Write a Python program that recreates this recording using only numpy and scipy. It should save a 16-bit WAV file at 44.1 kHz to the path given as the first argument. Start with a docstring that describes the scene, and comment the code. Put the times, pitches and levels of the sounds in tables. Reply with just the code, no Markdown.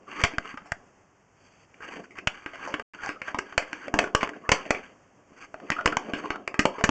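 """A faint scrape comes first, then hard slaps in bursts: a stiff push rod is fed into a drain pipe
close beside a small recorder. Grit under the rod drives the pipe, stick and slip makes it squeal,
and each slap is a rattle of contacts that pipe and room answer. Soft hiss and hum lie behind.
The cheap microphone has a deep notch, overloads lopsidedly, and the sound drops out once."""
import sys
import numpy as np
from scipy import signal
from scipy.io import wavfile

SR = 44100
rng = np.random.default_rng(int(sys.argv[2]) if len(sys.argv) > 2 else 0)


def dump_mix(stems):
    """Bounce the given channels to the path in sys.argv[1] as a 16-bit WAV at rate SR."""
    frames = np.atleast_2d(stems).T  # one column per channel
    limited = np.clip(frames, -1, 1)  # hard clip at full scale
    pcm = np.round(limited * 32767).astype(np.int16)
    wavfile.write(sys.argv[1], SR, pcm)


N = 304290


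def gain_of(db):
    """Turns decibels into an amplitude factor."""
    return 10 ** (np.asarray(db) / 20)


def evened(x):
    """Scales to rms 1."""
    return x / np.sqrt(np.mean(x ** 2) + 1e-20)


def peaked(x):
    """Scales to peak 1."""
    return x / np.abs(x).max()


def read(points, hz):
    """Reads a table of (f, value) on a log-frequency axis."""
    f, value = np.transpose(points)
    return np.interp(np.log(hz + 1), np.log(f + 1), value)


def coloured(x, points):
    """Causal minimum-phase filter with the gain curve given in dB."""
    hz = abs(np.fft.fftfreq(8192, 1 / SR))
    log_gain = np.log(gain_of(read(points, hz)))
    spectrum = np.exp(np.conj(signal.hilbert(log_gain)))
    taps = np.fft.ifft(spectrum).real[:4096]
    return signal.oaconvolve(x, taps)[:N]


def resonate(x, hz, width_hz):
    """Resonance of gain 1 at a fixed or moving pitch: shifts it to zero, smooths, shifts back."""
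    turn = np.exp(2j * np.pi * np.cumsum(hz * np.ones(len(x))) / SR)
    r = np.exp(-np.pi * width_hz / SR)
    smoothed = signal.lfilter([1 - r], [1, -r], x / turn + 1e-18)
    return 2 * (turn * smoothed).real


def band(x, low_hz, high_hz):
    """Butterworth band-pass."""
    sos = signal.butter(2, [low_hz, high_hz], "bandpass", fs=SR, output="sos")
    return signal.sosfilt(sos, x)


def wander(per_s):
    """Chance curve of rms 1, with straight lines between per_s knots a second."""
    knots = np.arange(0, N / SR + 1, 1 / per_s)
    return evened(np.interp(np.arange(N) / SR, knots, rng.standard_normal(len(knots))))


def pipe(x):
    """Pipe and rod answer a drive with a sum of decaying modes."""
    # modes of pipe and rod: (f/Hz, level/dB relative to one another, t60/s)
    modes = [(240, -14.5, 0.11), (305, -2, 0.15), (380, -8.5, 0.27), (434, -5.5, 0.18),
             (526.2, -11.5, 0.24), (630, -5.5, 0.05), (702.3, 1.5, 0.071), (1060, -8.5, 0.23),
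             (1132, -4.5, 0.18), (1250, 0, 0.062), (1520, -1, 0.007), (1620, 7, 0.025), (2050, -9.5, 0.18),
             (2340, 6, 0.011), (2810, -7, 0.095), (3100, 7.5, 0.011), (4720, 5, 0.0091),
             (6450, -2.5, 0.019)]
    t = np.arange(SR // 4) / SR
    ring = sum(gain_of(db - 60 * t / t60) * np.sin(2 * np.pi * hz * t) for hz, db, t60 in modes)
    return signal.oaconvolve(x, ring / np.linalg.norm(ring))[:N]


def room(paths):
    """Echoes off the room: a tail of sparse taps for each path, each band dying at its own speed."""
    # decay time of the room: (f/Hz, t60/s)
    decay = [(100, 0.12), (300, 0.2), (700, 0.31), (1800, 0.16), (4800, .2), (8000, 0.13)]
    taps = np.zeros((len(paths), SR // 2))
    at = np.arange(200, SR // 2 - 20, 20)
    at = at + rng.integers(0, 20, (len(paths), len(at)))  # one tap somewhere in every 20 samples
    np.put_along_axis(taps, at, rng.choice([-1., 1.], at.shape), 1)
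    hz, t, z = signal.stft(taps, SR, nperseg=256)
    fade = gain_of(-60 * t / read(decay, hz)[:, None])
    tail = signal.istft(z * fade, SR, nperseg=256)[1]
    tail /= np.linalg.norm(tail, axis=1, keepdims=True)
    return signal.fftconvolve(paths, tail, axes=1)[:, :N].sum(0)


def air():
    """Still air and amplifier hiss are coloured noise; the faint wavering hum is narrow noise."""
    # level of the hiss, about which it wanders: (t/s, level/dB)
    hiss_level = [(0, -62.5), (.8, -60), (1.1, -62.5), (1.33, -63), (1.45, -60.5), (1.6, -62), (1.7, -61.5),
                  (5, -61.5), (5.2, -61), (6.9, -65)]
    # spectrum of the hiss, relative: (f/Hz, level/dB per Hz)
    hiss_colour = [(20, -16.5), (60, -4.5), (150, 0), (500, -2), (1000, -3.5), (2000, -9), (3200, -15.5),
                   (4600, -16.5), (6500, -6), (8400, -16)]
    # wavering tones: (f/Hz, level/dB)
    hum_tones = [(100.9, -81), (195.4, -82.5)]
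    t = np.arange(N) / SR
    level_db = np.interp(t, *np.transpose(hiss_level)) + 0.97 * wander(24.0)
    noise = evened(coloured(rng.standard_normal(N), hiss_colour)) * gain_of(level_db)
    hum = sum(gain_of(db) * evened(resonate(rng.standard_normal(N), hz, 2.9)) for hz, db in hum_tones)
    return noise + hum


def squeals():
    """The rod squeals as it rubs: quick stick and slip holds one mode of it for a moment."""
    # squeals: (t/s, level/dB before the swell and its halving, first f/Hz, last f/Hz, length/s)
    squeal_rows = [(0.066, -44.5, 1140, 1200, 0.2), (0.447, -34.5, 1300, 1190, 0.018),
                   (2.6, -40, 1620, 1527, 0.08), (2.628, -41, 1165, 1060, .08),
                   (2.987, -33.5, 1484, 1390, 0.028), (3.157, -38, 1310, 1280, 0.024),
                   (3.812, -41, 1500, 1600, 0.075), (4.436, -40.5, 1120, 1250, 0.18),
                   (4.45, -40, 1630, 1760, 0.02), (5.689, -31, 1320, 1290, 0.013),
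                   (5.764, -28, 1280, 1230, 0.019), (5.786, -23, 1360, 1320, 0.023),
                   (5.922, -25, 1360, 1350, 0.022), (6.237, -30, 1090, 1090, 0.023),
                   (6.334, -34.5, 1330, 1370, 0.05), (6.742, -39, 1020, 950, 0.051)]
    out = np.zeros(N)
    shakes = rng.standard_normal((len(squeal_rows), SR // 5))
    for shake, (s, db, first_hz, last_hz, length) in zip(shakes, squeal_rows):
        u = np.arange(round(length * SR)) / (length * SR)
        hz = first_hz + (last_hz - first_hz) * u
        tone = resonate(resonate(shake[:len(u)], hz, 170.), hz, 170.)
        swell = np.sin(np.pi * u ** 0.36) / 2  # quick rise, slow fall
        at = round(s * SR)
        out[at:at + len(u)] += gain_of(db) * evened(tone) * swell
    return out + gain_of(-12) * room(out[None])


def squeaks(grit, low_hz, high_hz, cycles):
    """Each grain of grit rings for a few cycles at one of 16 pitches."""
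    which, t, out = rng.integers(0, 16, N), np.arange(1500) / SR, np.zeros(N)
    for k, hz in enumerate(np.geomspace(low_hz, high_hz, 16)):
        grain = np.sin(2 * np.pi * hz * t) * np.exp(-t * hz / cycles)
        rung = signal.oaconvolve(grit * (which == k), grain / np.linalg.norm(grain))[:N]
        out += gain_of(3.4 * wander(30.)) * rung
    return evened(out)


def scrape():
    """Grit catches and slips in uneven clumps under the rod and drives the pipe."""
    # level of the low rumble, about which it wanders: (t/s, level/dB)
    rumble_level = [(0, -67), (.17, -46), (.35, -55), (.6, -62), (.8, -74), (1.72, -84.5), (1.8, -60.5),
                    (1.98, -46.5), (2.1, -58.5), (2.5, -62), (2.72, -45.5), (3.2, -63.5), (3.39, -40.5),
                    (3.55, -63), (3.83, -49.5), (4.01, -37), (4.1, -50), (4.31, -54), (4.6, -49),
                    (4.76, -52), (4.95, -59.5), (5.1, -73.5), (5.5, -62.5), (5.87, -42), (6.2, -49),
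                    (6.5, -51.5), (6.62, -54), (6.9, -46)]
    # rod sliding on the wall, one curve per spell of pushing: (t/s, level/dB without its hiss)
    slide_spells = [
        [(0.0, -79), (.11, -45.5), (.208, -33.5), (.26, -62), (.324, -48), (.36, -53), (.508, -44.5), (.6, -67),
         (.676, -58), (.8, -79)],
        [(1.73, -74), (1.892, -45.5), (1.98, -40.5), (2.078, -68), (2.232, -72), (2.348, -49.5), (2.42, -48),
         (2.51, -54), (2.56, -46), (2.646, -39), (2.718, -46.5), (2.83, -53)],
        [(2.93, -40), (2.97, -49), (3.08, -39), (3.18, -64), (3.29, -36.5), (3.34, -62), (3.51, -49),
         (3.56, -59), (3.67, -47), (3.8, -49), (3.86, -41), (3.92, -64), (4.01, -41), (4.12, -62.5),
         (4.24, -34), (4.31, -64.5), (4.43, -59.5), (4.61, -41), (4.68, -50), (4.79, -47.5), (4.95, -60.5)],
        [(5.28, -68), (5.454, -57), (5.5, -72), (5.722, -46.5), (5.82, -51), (5.97, -46.5), (6.11, -47.5),
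         (6.182, -44), (6.254, -46), (6.438, -64), (6.5, -66), (6.62, -69), (6.768, -43.5), (6.818, -50),
         (6.9, -53)],
    ]
    # brief light brushes: (t/s, length/s, peak level/dB, brightest f/Hz, hiss level/dB relative to it)
    brush_rows = [(1.358, 0.31, -66.5, 2500, 3), (1.801, 0.067, -47, 1600, -15),
                  (2.033, 0.026, -50, 1520, -9), (2.154, 0.049, -41, 1530, -14),
                  (5.36, 0.11, -50, 2220, -6)]
    bright_hz, bright_drift = 1500, 0.16  # brightest band, rms of its drift as a share
    slide_hiss_db = -7  # relative to the scrape
    t, out = np.arange(N) / SR, np.zeros(N)

    # about 4000 catches a second, a few of them much harder
    force = gain_of(2.8 * np.minimum(rng.exponential(1, N), 5))
    grit = force * (rng.random(N) < 4000. / SR) * rng.choice([-1., 1.], N)
    grit = grit * gain_of(2.7 * wander(60.))
    rung = evened(pipe(grit))

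    low = rung + 0.57 * evened(band(grit, 170.0, 640.0))
    rumble = evened(band(low, 150., 1300.0)) * gain_of(4.2 * wander(25.))
    hiss = evened(evened(band(grit, 3700.0, 7800.0)) + 0.95 * evened(band(rung, 3700.0, 7900.)))
    crunch = evened(band(rung, 1100.0, 3500.)) + squeaks(grit, 800., 3200., 3.3)
    drifting_hz = bright_hz * (1 + bright_drift * wander(10.0))
    bright = resonate(band(grit, 670.0, 3500.), drifting_hz, 280.0)
    slide = evened(crunch + 0.38 * evened(bright)) + gain_of(slide_hiss_db) * hiss

    out += gain_of(np.interp(t, *np.transpose(rumble_level))) * rumble
    for rows in slide_spells:
        s, db = np.transpose(rows)
        touching = np.clip(np.minimum(t - s[0], s[-1] - t) / 0.0071, 0, 1)  # 7.1 ms fades
        out += touching * gain_of(np.interp(t, s, db)) * slide
    for s, length, db, hz, hiss_db in brush_rows:
        stroke = np.sqrt(np.sin(np.pi * np.clip((t - s) / length, 0, 1)).clip(0))
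        body = evened(crunch + 2.0 * evened(resonate(grit, hz, 700.)))
        out += stroke * gain_of(db) * (body + gain_of(hiss_db) * hiss)
    return out + gain_of(-19.0) * room(out[None])


def slaps():
    """Each slap is a brief rattle of contacts: a crack, a tick and a thud, then pipe and room ring."""
    # slaps of the rod: (t/s, blow level/dB, crack f/Hz, rattle length/s, tick level/dB, thud f/Hz,
    # thud level/dB, ring level/dB); the last three levels are relative to the blow
    slap_rows = [(.213, -24.5, 2050, 0.0082, -4.5, 506, -15, -12.5),
                 (.237, -2.5, 2300, 0.0048, -7.5, 103, -20.5, -13.5),
                 (.246, -10.5, 2140, 0.0053, -21, 236, -20.5, -11.5),
                 (.336, -34, 2310, 0.0045, -28, 320, -8, -6.5),
                 (.383, -5.5, 1140, 0.002, -50, 697, -22, -25),
                 (.455, -29, 1220, .0033, -25, 380, -28, -20),
                 (.541, -33, 1280, .0046, -22, 259, -7.5, -13.5),
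                 (.573, -27.5, 1380, 0.0058, -36, 695, -30, -11),
                 (.619, -45.5, 1100, 0.0034, -19, 203, -9, -10), (.658, -43, 900, 0.0032, 0, 385, -29, 1),
                 (.719, -12, 1700, 0.0035, -11.5, 111.3, -23.5, -20),
                 (1.742, -40, 2250, 0.0036, -24.5, 252, -25.5, -23),
                 (1.805, -33.5, 1580, .0017, -25, 444, -20.5, -1),
                 (2.107, -39.5, 2130, 0.0037, -7, 390, -19, -2.5),
                 (2.186, -19, 2080, 0.0016, -25, 370, -28, -13),
                 (2.272, -5.5, 2200, 0.0045, -13, 127, -21.5, -17.5),
                 (2.461, -20.5, 1610, 0.0035, -39, 325, -20, -12.5),
                 (2.534, -34.5, 1950, .0024, -26, 667, -24, 4.5),
                 (2.556, -29, 1560, 0.0027, -16, 283, -34, -13),
                 (2.662, -26, 1510, 0.0034, -20, 316, -16, -20), (2.675, -25, 950, 0.002, -3, 549, -16, 0),
                 (2.74, -16, 1590, 0.0056, -38, 312, -15, -13),
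                 (2.796, -20, 1410, 0.0033, -23, 445, -17.5, -14),
                 (3.035, -23, 1730, 0.0015, -5.5, 282, -32.5, -0.5),
                 (3.061, -17.5, 1320, 0.0017, -1, 603, -36, -16),
                 (3.091, -12, 1640, 0.0014, -30, 306, -29.5, -6),
                 (3.217, -17.5, 1700, .0026, -35, 520, -25, -11),
                 (3.28, -27.5, 1560, 0.0032, -23, 630, -20, -2),
                 (3.345, -17.5, 1060, 0.0035, -31, 257, -22, -9.5),
                 (3.386, -14.5, 1520, 0.0054, -6.5, 390, -14, -15),
                 (3.524, -30.5, 1310, 0.0056, -39, 382, -40, -16),
                 (3.578, -2.5, 2180, 0.0032, -6.5, 535, -21, -14),
                 (3.623, -26.5, 2020, 0.0055, -20, 304, -18.5, -8.5),
                 (3.73, -12.5, 1520, 0.0016, -15, 328, -24, -11),
                 (3.881, -23.5, 1540, 0.0032, -34, 560, -6, -23),
                 (3.94, -10, 1060, 0.0031, -8.5, 290, -16.5, -10),
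                 (3.989, 0, 1350, 0.0039, -10.5, 437, -22, -14.5),
                 (4.04, -19.5, 1580, 0.0047, -17, 390, -12, -8),
                 (4.073, -29.5, 1280, 0.0046, -32, 378, -13, -13),
                 (4.149, -0.5, 1620, .0031, -6.5, 314, -26.5, -15.5),
                 (4.208, -22.5, 2360, 0.0062, -26, 647, -29, -9),
                 (4.23, -6.5, 1110, 0.0021, -25, 315, -21.5, -12.5),
                 (4.274, -22, 1640, 0.0024, -25, 410, -15.5, -15),
                 (4.291, -24, 1610, 0.0053, -13, 294, -17, -17),
                 (4.334, -37.5, 1430, 0.0045, -30, 264, -28, 0.5),
                 (4.491, -5.5, 1090, 0.0031, -11, 510, -22.5, -14.5),
                 (4.517, 0.5, 2200, 0.005, -7.5, 110, -21.5, -12),
                 (4.653, -32, 2060, 0.0038, -37, 650, -14.5, -9),
                 (4.706, -4.5, 1480, 0.0037, -6, 254, -20.5, -14),
                 (4.747, -19, 2090, 0.0027, -29, 248, -27, -4.5),
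                 (5.319, -53.5, 1120, .0027, -23, 261, -1.5, -9.5),
                 (5.542, -21.5, 1520, 0.0018, -39, 640, -16, -15),
                 (5.6, -36.5, 1420, 0.0039, -36, 720, -9, -20),
                 (5.702, -6.5, 1620, 0.0026, -7, 195, -25, -14.5),
                 (5.716, -17, 2000, 0.0084, -28, 306, -16.5, -12),
                 (5.784, -31, 1290, .004, -40, 717, -11.5, -1.5),
                 (5.809, -26, 1290, 0.005, -39, 640, -9.5, -16),
                 (5.858, -4, 1240, 0.0047, -8, 397, -27, -15),
                 (5.875, -7, 2100, 0.0028, -19, 495, -16.5, -16),
                 (5.923, -18.5, 1440, 0.0046, -34, 247, -17.5, -12.5),
                 (5.969, -3.5, 1200, 0.0023, -10.5, 193, -26, -17),
                 (6.135, -15.5, 2250, 0.0023, -32, 263, -18.5, -3),
                 (6.256, -21, 993, .0028, -29, 437, -16, -10),
                 (6.304, -15, 1536, 0.0041, -33, 342, -16.5, -9),
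                 (6.358, -25, 1300, 0.0045, -28, 380, -29, -18),
                 (6.476, -12, 1590, 0.003, -13, 380, -21.5, -17),
                 (6.542, -19.5, 1360, 0.0032, -27, 377, -22.5, -10),
                 (6.592, -5.5, 2100, 0.0055, -4.5, 240, -12.5, -12.5),
                 (6.654, -3.5, 980, 0.0035, -10.5, 550, -23, -14.5),
                 (6.783, -32.5, 993, 0.0039, -36, 436, -21, 5.5),
                 (6.81, -21, 1150, 0.0032, -36, 676, -9, -19),
                 (6.839, -5.5, 1900, 0.0071, -4, 210, -13.5, -14),
                 (6.891, -3, 1140, 0.0025, -20, 275, -12.5, -24)]
    # harder blows are drier: decay times at a soft and at a hard blow
    blow_db, crack_t60_s, thud_t60_s = (-30, 0), (.0048, 0.0014), (0.043, 0.019)
    t = np.arange(4000) / SR
    direct, paths = np.zeros(N + len(t)), np.zeros((3, N + len(t)))
    contacts = rng.standard_normal((len(slap_rows), len(t)))
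    for k, (s, db, crack_hz, rattle_s, tick_db, thud_hz, thud_db, ring_db) in enumerate(slap_rows):
        crack_t60 = np.interp(db, blow_db, crack_t60_s)
        thud_t60 = np.interp(db, blow_db, thud_t60_s)
        # the contacts keep their force for a moment, then die out
        force = (1 - np.exp(-t / 0.00057)) * np.exp(-(t / rattle_s) ** 1.28)
        rattle = contacts[k] * force
        strength = 0.53 * np.sqrt(np.mean(force ** 2))

        ringing = resonate(rattle, crack_hz, 2.2 / crack_t60)
        crack = strength * evened(evened(ringing) + 0.21 * evened(band(rattle, 400.0, 3500.0)))
        tick = strength * evened(band(rattle, 3500.0, 7800.))
        thud_shape = (1 - np.exp(-t / 0.00043)) * gain_of(-60 * t / thud_t60)
        thud = peaked(np.sin(2 * np.pi * thud_hz * t) * thud_shape)
        sound = gain_of(db) * (crack + gain_of(tick_db) * tick + gain_of(thud_db) * thud)

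        at = round(s * SR)
        direct[at:at + len(t)] += sound
        # spots on the wall have their own paths: the slaps take three in turn
        paths[k % 3, at:at + len(t)] += gain_of(ring_db) * sound
    return direct[:N] + gain_of(-3.0) * pipe(paths.sum(0)) + gain_of(3.0) * room(paths)


def scene():
    """Slaps, scraping and squeals over the still air, on one channel."""
    return (air() + squeals() + scrape() + slaps())[None]


def record(dry):
    """Notched microphone, lopsided overload, coarse sampling, one dropout, band limit."""
    # microphone colour with its deep notch: (f/Hz, level/dB)
    mic_colour = [(20, 6), (150, 3), (2800, 1.5), (3250, -2), (3450, -9), (3800, -15), (3930, -24.5),
                  (4000, -37), (4070, -25), (4250, -13), (4450, -6), (7300, -7), (7700, -9), (8400, 0)]
    # silent stretch: (from t/s, to t/s)
    dropout = (2.8245, 2.9358)
    sampling_hz, band_hz, edge_hz = 16000, 8860, 15800  # coarse sampling rate, two low-pass corners
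    ceiling = .715  # of full scale
    t = np.arange(N) / SR
    x = coloured(dry[0], mic_colour)
    x = 0.57 * np.tanh(x / 0.55)
    x = x + 0.8 * x ** 2  # the preamplifier stretches peaks and squashes dips, which adds a thump
    x = signal.lfilter([1, -1], [1, -np.exp(-2 * np.pi * 4.2 / SR)], x)  # coupling capacitor, 4.2 Hz
    x = signal.oaconvolve(x, signal.firwin(101, sampling_hz / 2, fs=SR), "same")
    x = x * (1 + 2 * np.cos(2 * np.pi * sampling_hz * t))  # sampling mirrors the top of the band
    x = signal.oaconvolve(x, signal.firwin(61, 8100., fs=SR), "same")
    x = x * ((t < dropout[0]) | (t > dropout[1]))
    x = signal.oaconvolve(x, signal.firwin(511, band_hz, window=("kaiser", 9), fs=SR), "same")
    x = np.minimum(x, ceiling)  # the hardest peaks run out of range and snap
    return signal.oaconvolve(x, signal.firwin(511, edge_hz, window=("kaiser", 9), fs=SR), "same")[None]


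dry = scene()
out = record(dry)
dump_mix(out)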